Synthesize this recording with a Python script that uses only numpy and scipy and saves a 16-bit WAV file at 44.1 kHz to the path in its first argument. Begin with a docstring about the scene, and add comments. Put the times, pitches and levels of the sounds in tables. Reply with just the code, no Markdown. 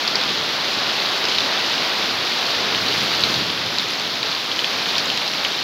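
"""Dense, steady rain patters on leaves, paving and a fish pond in a small walled garden.
Each drop is a tiny burst of tone. Countless far ones merge into a wash, splashes throw up a fizzing
spray, and single big drops tick close by. A soft rumble lies underneath and swells once near the middle.
One microphone hears it all and dulls the deepest and highest sounds."""
import sys
import numpy as np
from scipy.fft import rfft, irfft, next_fast_len
from scipy.io import wavfile
from scipy.ndimage import uniform_filter1d, minimum_filter1d, map_coordinates

SR = 44100
rng = np.random.default_rng(int(sys.argv[2]) if len(sys.argv) > 2 else 0)


def wrap_up_sound(samples):
    """Save the sound to the file named by the first command line argument, as 16-bit audio."""
    columns = np.atleast_2d(samples).T
    # keep every value between -1 and 1, then stretch to whole-number steps
    tamed = np.clip(columns, -1, 1)
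    steps = np.round(tamed * 32767).astype(np.int16)
    wavfile.write(sys.argv[1], SR, steps)


N = 248283

# How strong a splash is from low to high pitch. Columns: pitch_hz, level_db
SPLASH_TONE = [(800, -33.5), (1800, -10.5), (2600, -5.5), (3300, -1.5), (3700, 0), (4300, 0), (4800, -4.5),
               (6000, -7), (9000, -10), (15000, -16)]


def amp(db):
    """Turn decibels into a number to multiply a sound by."""
    return 10 ** (np.asarray(db) / 20)


def unit(x):
    """Scale a sound so that its average strength (rms) is 1."""
    return x / np.sqrt(np.mean(x ** 2) + 1e-20)


def curves(rows):
    """Join a table's points with straight lines: one curve for each column after the time."""
    time_s, *columns = np.transpose(rows)
    return [np.interp(np.arange(N) / SR, time_s, column) for column in columns]


def wobble(rate_hz):
    """A smooth curve through rate_hz random values a second."""
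    return map_coordinates(rng.standard_normal(2000), [np.arange(N) * rate_hz / SR], mode="wrap")


def coloured(x, tone):
    """Make each pitch louder or softer, following rows of (pitch_hz, level_db)."""
    size = next_fast_len(N + 8192, real=True)
    pitch_hz, level_db = np.transpose(tone)
    all_hz = np.fft.rfftfreq(size, 1 / SR)
    gain = amp(np.interp(np.log(all_hz + 1), np.log(pitch_hz), level_db))
    # these steps make the filter ring only after a hit, never before it
    cepstrum = irfft(np.log(gain), size)
    cepstrum[1:size // 2] *= 2
    cepstrum[size // 2 + 1:] = 0
    return irfft(rfft(x, size) * np.exp(rfft(cepstrum)), size)[:N]


def rush(tone):
    """Steady noise: too many hits to tell apart."""
    return unit(coloured(rng.standard_normal(N), tone))


def placed(start_s, sounds):
    """Add up short sounds, one a row, each starting at its own time."""
    at = np.round(np.abs(start_s) * SR).astype(int)[:, None] + np.arange(sounds.shape[1])
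    return np.bincount(at.ravel(), sounds.ravel(), N)[:N]


def crackles(count, fade_s):
    """Short bursts of noise, equal in energy, that fall by 60 dB in fade_s."""
    t = np.arange(SR // 10) / SR
    bursts = rng.standard_normal((count, len(t))) * amp(-60 * t / fade_s)
    return bursts / np.linalg.norm(bursts, axis=1, keepdims=True)


def impacts(start_s, level_db, pitch_hz, rise_s, rough):
    """Each drop is a tone that swells and dies within milliseconds; splashing roughens it."""
    t = np.arange(SR // 100) / SR
    age = t / np.maximum(rise_s, 1 / SR)[:, None]  # 1 at the loudest moment
    loudness = amp(level_db)[:, None] * age * np.exp(1 - age)
    drift = np.cumsum(rng.standard_normal(age.shape), axis=1) * rough
    return placed(start_s, loudness * np.sin(2 * np.pi * pitch_hz[:, None] * t + drift))


def shower(count, centre_hz, scatter, cycles, spread_db):
    """Drops at random moments: many small ones, few large, each with its own pitch."""
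    when, smallness, pitch, life = rng.random((count, 4)).T
    pitch_hz = centre_hz * np.exp(scatter * np.log(pitch / (1 - pitch)))
    pitch_hz = np.clip(pitch_hz, 200, SR / 3)
    level_db = -spread_db * np.log(smallness + .02)
    rise_s = cycles * (life + .5) / pitch_hz
    return unit(impacts(when * N / SR, level_db, pitch_hz, rise_s, rough=0.073))


def rumble():
    """A soft, wavering low roar under the rain that swells once."""
    # The deep tone of the roar. Columns: pitch_hz, level_db
    rumble_tone = [(25, -34), (45, -22), (62, -11.5), (78, -12), (100, -0.5), (125, -1), (170, 2.5),
                   (260, -2), (450, -6.5), (1000, -47.5)]
    rest_db, swell_db = -41.5, 9
    start_s, rise_s, hold_s, fall_s = 2.5, 0.4, 0.48, 0.54
    corners_s = np.cumsum([start_s, rise_s, hold_s, fall_s])
    swell = np.interp(np.arange(N) / SR, corners_s, [0, 1, 1, 0])
    return amp(rest_db + swell_db * swell + 1.9 * wobble(7)) * rush(rumble_tone)


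def far_rain(wash_db):
    """Rain on lawn and roofs all around, with dull plops from the pond."""
    # The tone of countless far drops blended together. Columns: pitch_hz, level_db
    wash_tone = [(60, -47.5), (140, -17.5), (200, -3.5), (330, -0.5), (480, -0.5), (760, 0.54), (950, 0),
                 (1300, 0.5), (1900, -1.5), (3000, -3), (4500, -2.5), (7000, -18), (15000, -18)]
    hush = rush(wash_tone) * amp(0.46 * wobble(14))
    plops = shower(count=2200, centre_hz=983, scatter=0.271, cycles=1.57, spread_db=5)
    return amp(wash_db + 3.5) * hush + amp(wash_db - 11.5) * plops


def spray(spray_db):
    """Tiny droplets thrown up by splashes make a high fizz; the nearest spatter one by one."""
    # The thin hiss of the droplets. Columns: pitch_hz, level_db
    spray_tone = [(3000, -22), (6000, -7.5), (9000, 0), (12000, 2.5), (15500, 0)]
    fizz = shower(count=3000, centre_hz=10900, scatter=0.11, cycles=1.0, spread_db=3.5)
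    spatter = shower(count=90, centre_hz=10500, scatter=0.12, cycles=1.3, spread_db=3.5)
    loudness = amp(spray_db + 23.5 + 0.73 * wobble(10))
    return loudness * (rush(spray_tone) + amp(-10) * fizz + amp(-13) * spatter)


def big_drops(start_s, ring_db, pitch_hz, snap_db):
    """A big drop snaps as it lands, rings for an instant, rebounds and scatters a little splash."""
    # The bright tone of the snap. Columns: pitch_hz, level_db
    snap_tone = [(600, -31), (1500, -16), (2300, 7.5), (6000, 1.5), (9000, 1), (15000, -8)]
    count = len(start_s)
    rise_s = 1.36 / pitch_hz  # the ring is loudest after 1.36 vibrations
    ring = impacts(start_s, ring_db - 3.5, pitch_hz, rise_s, rough=0.027)
    # water thrown off by the blow strikes again within a few milliseconds
    wait_s = 0.001066 + 0.0018 * rng.random(count)
    rebound = impacts(start_s + wait_s, ring_db - 8.0, pitch_hz, rise_s, rough=0.07)
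    snaps = placed(start_s, amp(snap_db - 4.0)[:, None] * crackles(count, fade_s=0.0047))
    splashes = placed(start_s, amp(ring_db + 15.0)[:, None] * crackles(count, fade_s=0.13))
    return ring + rebound + coloured(snaps, snap_tone) + coloured(splashes, SPLASH_TONE)


def stray_drops(count):
    """Big drops a little further off fall at random, each with its own size, pitch and hardness."""
    centre_hz, scatter_octaves, range_db = 4030, 0.37, 7.5
    when, smallness, softness = rng.random((count, 3)).T
    pitch_hz = centre_hz * 2 ** (scatter_octaves * rng.standard_normal(count))
    ring_db = -8.5 - range_db * smallness
    snap_db = 6 - range_db * (smallness + softness)
    return big_drops(when * N / SR, ring_db, pitch_hz, snap_db)


def close_drops():
    """The few big drops that land nearest tick well above the rain."""
    # One drop a row; levels are relative. Columns: start_s, ring_db, pitch_hz, snap_db
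    ticks = [(0.078, -1, 4570, 7), (0.1555, 1, 4600, -4), (0.213, -6.5, 3940, 2), (1.2408, -6, 4300, 0),
             (1.253, -7, 5200, 5), (1.3847, 0, 3900, 1), (1.405, -3, 3800, 6), (2.748, -4, 3450, -4),
             (2.8842, -3.5, 4100, -2), (3.237, 4, 3900, 10), (3.3417, -3, 4060, 4), (3.5, -8.5, 3440, 0),
             (3.785, -8, 4200, 11), (3.7963, -7.5, 3480, 0), (3.9971, -8, 4400, 9.5),
             (4.2299, -4.5, 3750, 1), (4.5153, -5, 3250, -2), (4.5912, -1.5, 3100, 5),
             (4.6444, -3, 3050, -1), (4.9817, -1.5, 4700, 14), (5.1013, -7, 3100, 4),
             (5.175, -4.5, 4400, 13), (5.4492, -5, 2900, 10)]
    return big_drops(*np.transpose(ticks))


def patter(patter_db):
    """Drops on leaves, paving and water: a dense sizzle, and nearer drops that stand out of it."""
    sizzle = rush(SPLASH_TONE) * amp(1.04 * wobble(22.08))
    dense = shower(count=5000, centre_hz=3913, scatter=0.1256, cycles=1.3, spread_db=2.5)
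    near = shower(count=520, centre_hz=4000, scatter=0.128, cycles=1.17, spread_db=1.0)
    flurry = amp(patter_db + 0.63 * wobble(8.3))
    return flurry * (amp(-2.5) * sizzle + amp(-6.0) * dense + amp(-11.0) * near)


def scene():
    """All of the rain reaches one microphone, so left and right are the same."""
    # The rain builds slowly, eases all at once, then recovers a little; levels are relative.
    # Columns: time_s, wash_db, patter_db, spray_db
    rain_levels = [(0, -27, -24, -49.5), (0.9, -27.5, -23, -50.5), (1.3, -26, -23, -49),
                   (2.35, -27.5, -22.5, -49), (2.85, -26, -22, -47.5), (3.32, -27, -21, -46),
                   (3.42, -29, -24, -49.5), (3.7, -30, -24.5, -50), (4.4, -30.5, -25.5, -50.5),
                   (4.8, -28.5, -23, -48.3), (5.63, -29.7, -23.5, -49)]
    wash_db, patter_db, spray_db = curves(rain_levels)
    steady_rain = far_rain(wash_db) + patter(patter_db) + spray(spray_db)
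    garden = steady_rain + close_drops() + stray_drops(count=40) + rumble()
    return np.array([garden, garden])


def limited(x, top=1.0):
    """Turn the volume down for an instant around any peak that would overload."""
    hold = SR // 500
    needed_gain = top / np.maximum(np.abs(x), top)
    return x * uniform_filter1d(minimum_filter1d(needed_gain, 2 * hold), hold)


def record(dry):
    """The microphone shapes the tone, loud peaks are held down and the highest pitches are cut off."""
    # The microphone weakens deep bass and pitches above 5 kHz, most at 9 kHz. Columns: pitch_hz, level_db
    mic_tone = [(20, -22), (35, -17), (60, -1), (4300, 0), (5000, 0.5), (6000, -4.5), (7000, -12),
                (8000, -22), (9000, -28), (10500, -21.5), (11700, -20), (14000, -22), (15800, -23)]
    top_hz = 15800
    heard = limited(np.array([coloured(channel, mic_tone) for channel in dry]))
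    size = next_fast_len(N + 8192)
    below_top = np.fft.rfftfreq(size, 1 / SR) < top_hz
    return irfft(rfft(heard, size) * below_top, size)[:, :N]


dry = scene()
out = record(dry)
wrap_up_sound(out)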